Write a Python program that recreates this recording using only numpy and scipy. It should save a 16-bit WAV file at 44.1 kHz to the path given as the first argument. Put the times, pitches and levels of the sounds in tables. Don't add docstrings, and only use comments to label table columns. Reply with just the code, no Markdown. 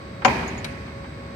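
import sys
import numpy as np
from scipy import signal
from scipy.io import wavfile

SR = 44100
rng = np.random.default_rng(int(sys.argv[2]) if len(sys.argv) > 2 else 0)


def transcribe(u):
    v = np.clip(np.atleast_2d(u).T, -1, 1)
    q = np.round(v * 32767).astype(np.int16)
    wavfile.write(sys.argv[1], SR, q)


N = 59535
T = np.arange(N) / SR


def from_db(db):
    return 10 ** (np.asarray(db) / 20)


def pan(db):
    return from_db(np.array([[.5], [-.5]]) * db)


def at_hz(table, hz):
    freqs, *columns = np.transpose(table)
    return [np.interp(np.log(hz), np.log(freqs), column) for column in columns]


def drift(rate_hz):
    return np.interp(T * rate_hz, np.arange(256), rng.standard_normal(256))


def swell(rise_s):
    return 1 - np.exp(-(T / rise_s) ** 2)


def delayed(x, delay_s):
    lag = int(np.clip(delay_s * SR, 0, N - 1))
    return np.pad(x, ((0, 0), (lag, 0)))[:, :N]


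def high_pass(x, hz):
    return signal.sosfilt(signal.butter(4, hz, "high", fs=SR, output="sos"), x)


# (frequency [Hz], left-right correlation [-])
DIFFUSE_FIELD = [(150, 0.99), (350, 0.84), (700, 0.49), (1300, 0), (4000, 0)]
DIRECT_FIELD = [(200, 0.7), (800, 0.67), (1600, 0), (4000, 0.39)]
def bands(field):
    edges_hz = 30 * 2 ** (np.arange(28) / 3 * 1.01)
    white = rng.standard_normal((2, 2, N + SR // 4))
    for k, band_hz in enumerate(zip(edges_hz, edges_hz[1:])):
        band_pass = signal.butter(3, band_hz, "band", fs=SR, output="sos")
        pair = signal.sosfilt(band_pass, white[k % 2])[:, -N:]
        mid, side = pair / pair.std(axis=1, keepdims=True)
        hz = np.sqrt(band_hz[0] * band_hz[1])
        corr = np.clip(at_hz(field, hz)[0], -1, 1)
        yield hz, np.sqrt((1 + corr) / 2) * mid + np.sqrt((1 - corr) / 2) * side * [[1], [-1]]


def dense_ring(table, field, rise_s=0, rise_cycles=0.87):
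    out = np.zeros((2, N))
    for hz, noise in bands(field):
        if hz > table[0][0] * .75:
            db, t60_s, pan_db = at_hz(table, hz)
            envelope = swell(rise_s + rise_cycles / hz) * from_db(db - 60 * T / t60_s)
            out += noise * pan(pan_db) * envelope
    return out


def mode_ring(table, left_lag_s=.00014):
    t = np.maximum(T - np.array([[left_lag_s], [0]]), 0)
    return sum(pan(pan_db) * from_db(db - 60 * t / t60_s) * np.sin(2 * np.pi * hz * t)
               for hz, db, t60_s, pan_db in table)


# (frequency [Hz], band level [dB], pan [dB])
RUMBLE_BANDS = [(35, -65, -1), (50.3, -61, 0), (72.4, -46.5, 1.5), (139, -46, 1.5), (270, -48.5, 0),
                (490, -52, -0.5), (770, -56.5, 3), (1430, -53.5, -3.5), (2156, -52, -4.5), (2960, -62.5, 5),
                (4670, -61.5, 11.5), (7030, -73, 5.5), (9900, -81, -2), (15000, -77, 0)]
# (frequency [Hz], rms level [dB], pan [dB], left phase lead [rad])
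MOTOR_TONES = [(69, -46.5, 1.5, 0), (240.4, -52.5, 0, 0.14), (551.3, -47, -4, 1.3), (637, -63, -8, 0.21),
               (1102, -50.5, -4, 1.82), (1674, -70, -6, 2.1), (2175, -59, 0.5, 1.2), (3857, -69, -15, 1.4),
               (4393, -71.5, 13, 1.4), (7993, -72, 10, 1.1), (8064, -71, -2, 0.8)]
def motors(waver_db=2.5, wander_rad=0.22):
    rumble = 0
    for hz, noise in bands(DIFFUSE_FIELD):
        db, pan_db = at_hz(RUMBLE_BANDS, hz)
        rumble += from_db(db) * pan(pan_db) * noise
    hum = 0
    for hz, db, pan_db, lead_rad in MOTOR_TONES:
        phase = 2 * np.pi * (hz * T + rng.random()) + wander_rad * drift(rate_hz=12.6)
        amplitude = np.sqrt(2) * from_db(db + waver_db * drift(rate_hz=10.03))
        hum += amplitude * pan(pan_db) * np.sin(phase + np.array([[lead_rad], [0]]))
    return high_pass(rumble, hz=48) + hum


# (time [s], gain [dB], pan [dB])
KNOCK_HITS = [(0.2185, -0.5, -2), (0.3909, 2.5, 4), (0.426, 0, -2), (0.876, -9, 2), (1.0412, -8.5, 2)]
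# (frequency [Hz], band level [dB], t60 [s], pan [dB])
KNOCK_BANDS = [(200, -54, 0.11, -4), (800, -35.5, 0.097, 1), (1730, -37, 0.12, -1), (2530, -36, 0.063, -4),
               (4000, -52, 0.038, 16), (12000, -80, .05, 11)]
def knocks():
    ring = dense_ring(KNOCK_BANDS, DIFFUSE_FIELD, rise_s=0.002)
    return sum(from_db(db) * pan(pan_db) * delayed(ring, time_s) for time_s, db, pan_db in KNOCK_HITS)


# (time [s], gain [dB])
STOP_HITS = [(0.2482, -2), (0.251, -3), (0.2568, -9.5)]
# (frequency [Hz], band level [dB], t60 [s], pan [dB])
STOP_BANDS = [(100, -52, .15, -3), (220, -33.5, 0.17, -3), (453, -32, 0.16, 1), (630, -25, 0.051, 6),
              (920, -12.5, 0.082, 1.5), (1490, -17, 0.026, 18.5), (2700, -16, 0.04, 10),
              (3770, -30, 0.027, 15), (5290, -23, 0.035, 24), (7440, -39.5, .035, 11.5),
              (15000, -64, .04, 3)]
# (frequency [Hz], level [dB], t60 [s], pan [dB])
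FRAME_RESONANCES = [(120, -37, 0.42, 2), (236.7, -19.5, 0.38, 0), (377.5, -26.5, 0.37, -9),
                    (550, -16, 0.15, 8), (602, -27.5, 0.16, 7), (745, -20.5, 0.11, 1), (761, -7, 0.12, 5.5),
                    (870.6, -20, 0.23, 6), (905, -22, 0.2, 7), (999, -22.5, 0.23, -12),
                    (1060, -18.5, 0.21, -3), (1233, -26, 0.089, -13), (1405, -14.5, 0.08, 3),
                    (1960, -32, 0.15, 5), (2416, -29, 0.25, -21.5), (4870, -39.5, .1, 8)]
HOUSING_RESONANCES = [(231.4, -28, 1.38, 0), (385.2, -31.5, 1.56, -7), (937, -33, 1, -9),
                      (2600, -39, 0.76, -14)]
def lever(frame_rise_s=0.0018):
    chatter = sum(from_db(db) * delayed(dense_ring(STOP_BANDS, DIRECT_FIELD), time_s)
                  for time_s, db in STOP_HITS)
    frame = mode_ring(FRAME_RESONANCES) * (1 - np.exp(-T / frame_rise_s))
    housing = mode_ring(HOUSING_RESONANCES) * swell(rise_s=0.075)
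    slam_s = STOP_HITS[0][0]
    return chatter + delayed(frame + housing + hall(), slam_s)


# (time [s], frequency [Hz], ping level [dB], ping t60 [s], tick level [dB])
WIRE_PINGS = [(0.2544, 6816, -30, 0.068, -53), (0.4777, 6660, -37.5, 0.058, -54),
              (0.5783, 6770, -41, 0.065, -62)]
def wire(mode_split=0.011, tick_t60_s=0.027):
    out = 0
    for time_s, hz, db, t60_s, tick_db in WIRE_PINGS:
        modes = np.sin(2 * np.pi * hz * T) + .5 * np.sin(2 * np.pi * hz * (1 + mode_split) * T)
        ping = modes * swell(rise_s=0.0025) * from_db(db - 60 * T / t60_s)
        tick = high_pass(rng.standard_normal(N), hz=3000) * from_db(tick_db - 60 * T / tick_t60_s)
        out += delayed(pan(db=20) * (ping + tick), time_s)
    return out


# (frequency [Hz], band level [dB], t60 [s], pan [dB])
HALL_BANDS = [(70, -47, 3, 3.5), (230, -34.5, 1.88, -0.5), (365, -34, 1.15, 4), (600, -38, 1.48, 0),
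              (900, -26.5, 0.93, 4), (1270, -38, 1.28, 0), (1870, -32, 1.6, -4.5), (2350, -33, 1.45, -9.5),
              (3290, -44.5, 1.43, 4), (4980, -44.5, 1.26, 13.5), (8000, -60.5, 1.62, 16.5),
              (15000, -62, 0.72, 12)]
def hall(rise_s=0.0056):
    tail = dense_ring(HALL_BANDS, DIFFUSE_FIELD) * (1 - np.exp(-T / rise_s))
    return delayed(tail, delay_s=.012)


# (frequency [Hz], band level [dB], t60 [s], pan [dB])
REFLECTION_BANDS = [(170, -38, 0.29, -5), (400, -31.5, 0.12, -17), (654, -36, 0.17, 1), (930, -24, 0.21, 9),
                    (1500, -35, 0.071, -6), (2350, -23.5, 0.14, -11), (3470, -45.5, .12, 16),
                    (5950, -47.5, 0.084, 16), (12000, -75, 0.089, 6)]
def reflections(time_s=.276):
    return delayed(dense_ring(REFLECTION_BANDS, DIFFUSE_FIELD, rise_s=0.0016), time_s)


# (frequency [Hz], level [dB], t60 [s], pan [dB])
CATCH_BANDS = [(500, -42, 0.045, -12), (1350, -38, 0.096, 5), (2280, -35.5, 0.052, -16),
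               (3970, -35.5, 0.042, 15.5), (7040, -45.5, 0.051, 16), (10900, -53.5, 0.078, 13),
               (15000, -55, 0.039, 12)]
CATCH_RESONANCES = [(1321, -44, 0.09, 0), (2200, -29.5, 0.071, 2), (2380, -31.5, 0.059, 9.5),
                    (3970, -30.5, 0.078, 6), (9500, -52, 0.22, 16)]
def catch(time_s=.6448):
    click = dense_ring(CATCH_BANDS, DIRECT_FIELD) + mode_ring(CATCH_RESONANCES)
    tail = from_db(-15) * high_pass(hall(), hz=1450)
    return delayed(click + tail, time_s)


def scene():
    return motors() + knocks() + lever() + wire() + reflections() + catch()


def record(dry, stopband_hz=16700):
    low_pass = signal.cheby2(16, 70, stopband_hz, fs=SR, output="sos")
    return signal.sosfilt(low_pass, np.tanh(dry))


dry = scene()
out = record(dry)
transcribe(out)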